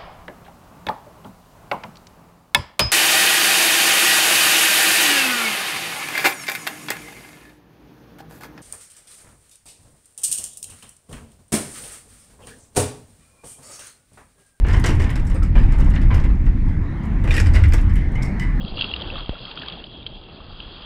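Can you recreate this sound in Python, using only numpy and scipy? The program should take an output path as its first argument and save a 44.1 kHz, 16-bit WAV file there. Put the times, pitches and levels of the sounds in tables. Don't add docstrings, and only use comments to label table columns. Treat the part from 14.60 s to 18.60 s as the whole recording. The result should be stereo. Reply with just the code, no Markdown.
import sys
import numpy as np
from scipy import signal
from scipy.fft import rfft, irfft
from scipy.io import wavfile
from scipy.ndimage import uniform_filter1d

SR = 44100
rng = np.random.default_rng(int(sys.argv[2]) if len(sys.argv) > 2 else 0)


def boost(x):
    u = np.asarray(x, float) / 20
    return 10 ** u


def materialize(psi):
    bounded = np.clip(np.atleast_2d(psi).T, -1, 1)
    quanta = np.round(bounded * 32767).astype(np.int16)
    wavfile.write(sys.argv[1], SR, quanta)


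N = 176400

# time_s, sway_db, bounce_db, drone_db, roar_db
MOTION = [(0, -14, -23.5, -35, -47), (.1, -13.5, -17.5, -26, -34), (.3, -17.5, -15.5, -23, -38),
          (.56, -13.5, -22, -28, -44), (.8, -20.5, -23, -27, -44), (.97, -11, -19, -25.5, -44.5),
          (1.1, -7, -23, -24, -40.5), (1.4, -16.5, -19.5, -24, -43.5), (1.53, -12.5, -14, -23.5, -42),
          (1.75, -10, -24.5, -25.5, -46), (2.1, -16.5, -19.5, -25, -44), (2.4, -26, -30.5, -27.5, -41),
          (2.7, -15, -19, -25, -42), (2.97, -12.5, -10.5, -25, -39.5), (3.35, -14.5, -20.5, -26, -42),
          (3.65, -24.5, -28.5, -27.5, -39), (4, -18, -29.5, -24.5, -40.5)]
# pitch_hz, width_hz, level_db
SWAY_MODES = [(21.8, 10, -5.5), (36.75, 8.24, -1), (50.8, 13.2, -7)]
# pitch_hz, width_hz, level_db
BOUNCE_MODES = [(65.5, 10.7, -5), (77.7, 6, -0.5), (92.6, 14.8, -6)]
# pitch_hz, width_hz, level_db
FLOOR_MODES = [(121, 13.6, 0.5), (146.2, 26.6, -2), (183.1, 28.5, -2.5), (248.6, 32, -6.5), (299, 29, -7),
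               (351, 63, -15.5)]
# pitch_hz, density_db (per Hz)
ROAR_SPECTRUM = [(210, -48), (350, -3), (502, -8), (897, -10), (1330, -14.5), (2060, -12.5), (2910, -26.5),
                 (7930, -45), (14800, -57)]
# pitch_hz, width_hz, level_db
RAIL_MODES = [(880, 230, -2), (1800, 130, -1.5), (2110, 330, -4)]
# pitch_hz, correlation (-1 to 1)
LIKENESS = [(40, .9997), (75, 1), (130, 0.96), (290, 0.86), (630, -0.36), (1370, 0.068)]
# start_s, level_db, tick_db, knock_db
FIRST_JOLT = [(0.046, -29, -31, -0.5), (0.0832, -22, -20.5, -9.5), (0.1342, -22, -21, -3),
              (0.165, -35, -14.5, -16), (0.198, -48, -8, -20), (0.24, -17, -19, -6.5),
              (0.2573, -24.5, -9, -1.5), (0.2861, -23, -19, -2), (0.311, -33.5, -18, -1),
              (0.3951, -25, -17.5, -2), (0.415, -31, -13.5, 0), (0.439, -26.5, -28.5, -2.5),
              (0.4915, -27, -22.5, -9), (0.5552, -30.5, -15.5, -5), (0.6667, -50.5, -1.5, -19),
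              (0.6973, -36.5, -18, -1), (0.7435, -36.5, -13.5, 5.5), (0.828, -36, -14.5, -2)]
# start_s, level_db, tick_db, knock_db, chatter_s
SECOND_JOLT = [(0.953, -24.5, -28, 0, 0.048), (0.986, -35.5, -15, -4, 0.044),
               (1.0306, -32.5, -21.5, -2, 0.022), (1.09, -34, -30, -10, .01),
               (1.1203, -31.5, -18.5, -1.5, 0.032), (1.1866, -36.5, -15, 6, 0.018),
               (1.2047, -28, -25.5, 1, .012), (1.258, -35, -18, 2.5, 0.024), (1.3044, -36, -22, -3, 0.028),
               (1.336, -31, -26, -6, 0.028), (1.3586, -28, -31.5, -8, 0.022),
               (1.415, -31.5, -20, -1, 0.023), (1.504, -26, -35, 0, 0.063), (1.541, -28.5, -17, 0.5, 0.038),
               (1.5805, -32, -28, 2.5, .02), (1.6382, -31, -25, 1, 0.022), (1.693, -36.5, -40, 4, 0.016),
               (1.864, -36.5, -21, 0.5, .03), (2.082, -45, -17, 5.5, .038)]
# start_s, level_db, tick_db, knock_db, chatter_s
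THIRD_JOLT = [(2.64, -30.5, -21, 4, 0.069), (2.675, -28, -21.5, -2.5, 0.047),
              (2.7061, -19.5, -17, -8, 0.037), (2.739, -23, -11, -12, 0.022),
              (2.7648, -15, -17.5, -11.5, 0.031), (2.799, -21, -12, -6.5, 0.0037),
              (2.859, -26, -14.5, -3, 0.019), (2.9357, -31, -8, -3, 0.042),
              (2.943, -19, -18.5, -5.5, 0.018), (2.9593, -19.5, -21, -6, 0.01),
              (3.087, -38.5, -14.5, -15, 0.0091), (3.1804, -30, -42, -8, 0.0076),
              (3.212, -41, -18, -37, 0.0071), (3.295, -36.5, -19.5, -21, 0.028),
              (3.3555, -33, -21, -13, 0.058), (3.6227, -42, 3, -21, 0.038), (3.796, -32, -12.5, -30, 0.049)]
# start_s, level_db, tick_db, knock_db, chatter_s
LATCH_BLOWS = [
    (3.036, -21.5, -23.5, -17, 0.011),
    (3.1345, -19.5, -13.5, -3, 0.004),
    (3.121, -25.5, -16, -11, 0.006),
]
# pitch_hz, width_hz, level_db
PANEL_MODES = [(1583, 230, -4.5), (1910, 129, 2), (2202, 250, -2), (2856, 227, -4.5), (3610, 960, -13.5)]
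# pitch_hz, width_hz, level_db
FRAME_MODES = [(321, 45, -0.5), (486, 180, -2), (773, 420, -4.5), (973, 128, -1), (1255, 155, -8.5)]
# pitch_hz, width_hz, level_db
GLASS_MODES = [(5380, 170, 7), (8440, 53, 3)]
# pitch_hz, density_db (per Hz)
GLASS_SPECTRUM = [(4000, -8), (4800, -1), (6300, -7.5), (8000, -3), (10000, -11), (13000, -20.5),
                  (15000, -30)]
# start_s, level_db, pitch_hz, t60_s
RINGS = [(.28, -27, 340, 0.44), (.955, -14, 222, 0.19), (.745, -26.5, 530, 0.14), (.953, -33.5, 1230, 0.24),
         (0.82, -31, 1300, .1), (.669, -49, 7700, .13), (.746, -47.5, 8520, .2), (1.503, -30.5, 1010, 0.33),
         (1.505, -8.5, 130, 0.22), (1.2, -23, 280, 0.4), (3.66, -23.5, 195, 1), (2.45, -26.5, 210, 0.77),
         (2.708, -9.5, 2420, 0.036), (2.708, -24, 3600, 0.068), (3.1, -33, 810, 0.08),
         (3.554, -31, 2080, 0.29), (3.59, -36, 2200, 0.65), (3.555, -40, 2950, 0.11),
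         (3.797, -26, 2000, 0.43), (3.797, -39.5, 2950, 0.35)]
# start_s, peak_db, pitch_hz
TICKS = [(.0664, -44, 7000), (.083, -39, 6500), (.130, -35, 5500), (.1965, -37, 9000), (.2407, -33, 6000),
         (0.2605, -25, 6500), (0.2888, -34, 6500), (.350, -40.5, 7500), (.419, -39, 7500),
         (0.439, -41.5, 7000), (.5018, -38.5, 8600), (.558, -42.5, 7500), (.5986, -46.5, 7000),
         (.651, -48.5, 8500), (.6696, -45, 8500), (.699, -42.5, 7400), (0.744, -46, 8400),
         (.832, -40, 7400), (1.1222, -43.5, 7500), (1.184, -45.5, 8000), (1.2027, -41, 7000),
         (1.2426, -44.5, 6500), (1.301, -44.5, 8000), (1.352, -43, 5800), (1.418, -47.5, 8000),
         (1.5438, -39.5, 6500), (1.5455, -44, 12000), (1.5993, -41, 4600), (1.64, -48.5, 6000),
         (1.7537, -57, 5500), (1.8557, -54, 6500), (2.4338, -52.5, 6500), (2.4526, -50.5, 8500),
         (2.6385, -46.5, 9000), (2.7664, -32, 9500), (2.7994, -26, 6500), (2.99, -43.5, 6500),
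         (3.0824, -42.5, 9000), (3.1343, -28, 6500), (3.136, -36, 12500), (3.2115, -46, 8500),
         (3.3354, -46, 8500), (3.355, -41.5, 9000), (3.518, -52, 7500), (3.5537, -45.5, 6000),
         (3.7962, -39, 5400), (3.7956, -50, 11800)]
CABIN_T60_S = 0.37
GLASS_LEFT_DB = 3.5


def evened(x):
    return x / np.sqrt(np.mean(x ** 2) + 1e-20)


def read(points, hz):
    f, value = np.transpose(points)
    return np.interp(np.log(hz + 1), np.log(f + 1), value)


def follow_motion(column):
    rows = np.array(MOTION)
    return boost(np.interp(np.arange(N) / SR, rows[:, 0], rows[:, column]))


def modes(table, hz):
    response = 0
    for k, (f, width, db) in enumerate(table):
        resonance = 1j * hz * width / (f ** 2 - hz ** 2 + 1j * hz * width)
        response = response + (-1) ** k * boost(db) * resonance
    return response


def pair(size):
    hz = np.fft.rfftfreq(size, 1 / SR)
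    a, b = rfft(rng.standard_normal((2, size)))
    half = np.arccos(np.clip(read(LIKENESS, hz), -1, 1)) / 2
    shared, apart = np.cos(half) * a, np.sin(half) * b
    return hz, np.array([shared + apart, shared - apart])


def struck(force, colour):
    size = force.shape[1]
    return irfft(rfft(force) * colour / np.linalg.norm(colour) * np.sqrt(len(colour)), size)


def lean_left(db):
    return np.array([[db], [-db]]) / 2


def body():
    out = 0
    span = int(0.23 * SR)
    for table, column, firm in ((SWAY_MODES, 1, 0.23), (BOUNCE_MODES, 2, 0.23), (FLOOR_MODES, 3, 0.1)):
        hz, z = pair(N)
        x = evened(irfft(z * abs(modes(table, hz)) ** 1.377, N))
        swing = uniform_filter1d(uniform_filter1d((x ** 2).mean(0), span), span)
        out = out + follow_motion(column) * evened(x / (swing + 0.05) ** firm)
    return out


def roar():
    patchy_db, flicker_db = 2.5, 0.65
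    hz, z = pair(N)
    colour = boost(read(ROAR_SPECTRUM, hz)) * (1 + abs(modes(RAIL_MODES, hz))) * (hz > 330)
    z = signal.stft(irfft(z * colour, N), nperseg=512, noverlap=384)[2]
    field = rng.standard_normal(z.shape[1:])
    patches = evened(uniform_filter1d(uniform_filter1d(field, size=6, axis=0), size=40, axis=1))
    flicker = evened(uniform_filter1d(rng.standard_normal(z.shape[2]), size=4))
    z = z * boost(patchy_db * patches + flicker_db * flicker)
    x = signal.istft(z, nperseg=512, noverlap=384)[1][:, :N]
    return boost(4.0) * follow_motion(column=4) * evened(x)


def ring(level_db, hz, t60_s, size=12000):
    t, turn = np.arange(size) / SR, rng.random(3)
    lag = np.array([[0], [np.arccos(np.clip(read(LIKENESS, hz), -1, 1))]])
    tone = np.sin(2 * np.pi * (hz * t + turn[0]) - lag)
    tone = tone + 0.44 * np.sin(2 * np.pi * (1.05 * hz * t + turn[1]) + lag)
    if hz > 1000:
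        drift = uniform_filter1d(rng.standard_normal((2, size)), int(24 * SR / hz), axis=1)
        tone = tone * boost(3 * evened(drift))
    rise = np.minimum(t * hz / 2.6, 1)
    fade = np.minimum(t[::-1] / 0.086, 1)
    return boost(level_db - 60 * t / t60_s) * rise * fade * tone


def tick(peak_db, hz, size=6000):
    t = np.arange(size) / SR
    f, z = pair(size)
    contact = boost(-60 * t / 0.043)
    tail = boost(-16.5 - 60 * t / CABIN_T60_S)
    shape = (contact + tail) * np.minimum(t / 0.00074, 1)
    colour = modes([(hz, 0.74 * hz, 0)], f) ** 2 / (1 + 1j * f / 13000) ** 2
    burst = struck(irfft(z, size) * shape, colour)
    fade = np.minimum(t[::-1] / 0.046, 1) ** 2
    return burst * boost(peak_db - 2 + lean_left(GLASS_LEFT_DB)) * fade


def rattle(level_db, tick_db, knock_db, chatter_s=0.038, size=12000):
    blows_per_s, blow_spread_db, blow_s, rub = 700, 3, 0.0012, 0.35
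    t, hz = np.arange(size) / SR, np.fft.rfftfreq(size, 1 / SR)
    blows = (rng.random(size) < blows_per_s / SR) * boost(blow_spread_db * rng.standard_normal(size))
    blows[30] = 2.2
    force = rub + signal.lfilter([1], [1, -np.exp(-1 / (blow_s * SR))], blows)
    late = np.maximum(t - chatter_s, 0)
    contact = force * boost(-60 * late / 0.11 - 300 * t) * np.minimum(t / 0.0011, 1)
    tail = boost(-60 * late / CABIN_T60_S) * (1 - np.exp(-t / 0.0032))

    detune = rng.uniform(0.906, 1.086, 8)

    def detuned(table):
        return modes([(f * d, width, db) for (f, width, db), d in zip(table, detune)], hz)

    dull = 1 / (1 + 1j * hz / 5500) ** 4
    glass = boost(read(GLASS_SPECTRUM, hz)) * (hz > 3000) * (1 + detuned(GLASS_MODES))
    parts = (  # colour, part_db, left_db, cabin_db
        (detuned(PANEL_MODES) * dull, -10.5, 3, -4),
        (detuned(FRAME_MODES) * dull, -7.5 + knock_db, 0, -4),
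        (glass, -4 + tick_db, GLASS_LEFT_DB, -10))
    out = 0
    for colour, part_db, left_db, cabin_db in parts:
        noise = irfft(pair(size)[1], size)
        sound = struck(noise * (contact + boost(cabin_db) * tail), colour)
        out = out + sound * boost(level_db + part_db + lean_left(left_db))
    return out * np.minimum(t[::-1] / 0.03, 1) ** 2


def scene():
    mix = np.zeros((2, N + 12000))
    mix[:, :N] = body() + roar()
    rattles = FIRST_JOLT + SECOND_JOLT + THIRD_JOLT + LATCH_BLOWS
    for source, rows in ((ring, RINGS), (tick, TICKS), (rattle, rattles)):
        for start_s, *row in rows:
            sound = source(*row)
            mix[:, round(start_s * SR):][:, :sound.shape[1]] += sound
    return mix[:, :N]


def band_limit(x):
    return signal.sosfilt(signal.butter(12, 15000, fs=SR, output="sos"), x)


def record(dry):
    return band_limit(1.311 * np.tanh(dry / 1.297))


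dry = scene()
out = record(dry)
materialize(out)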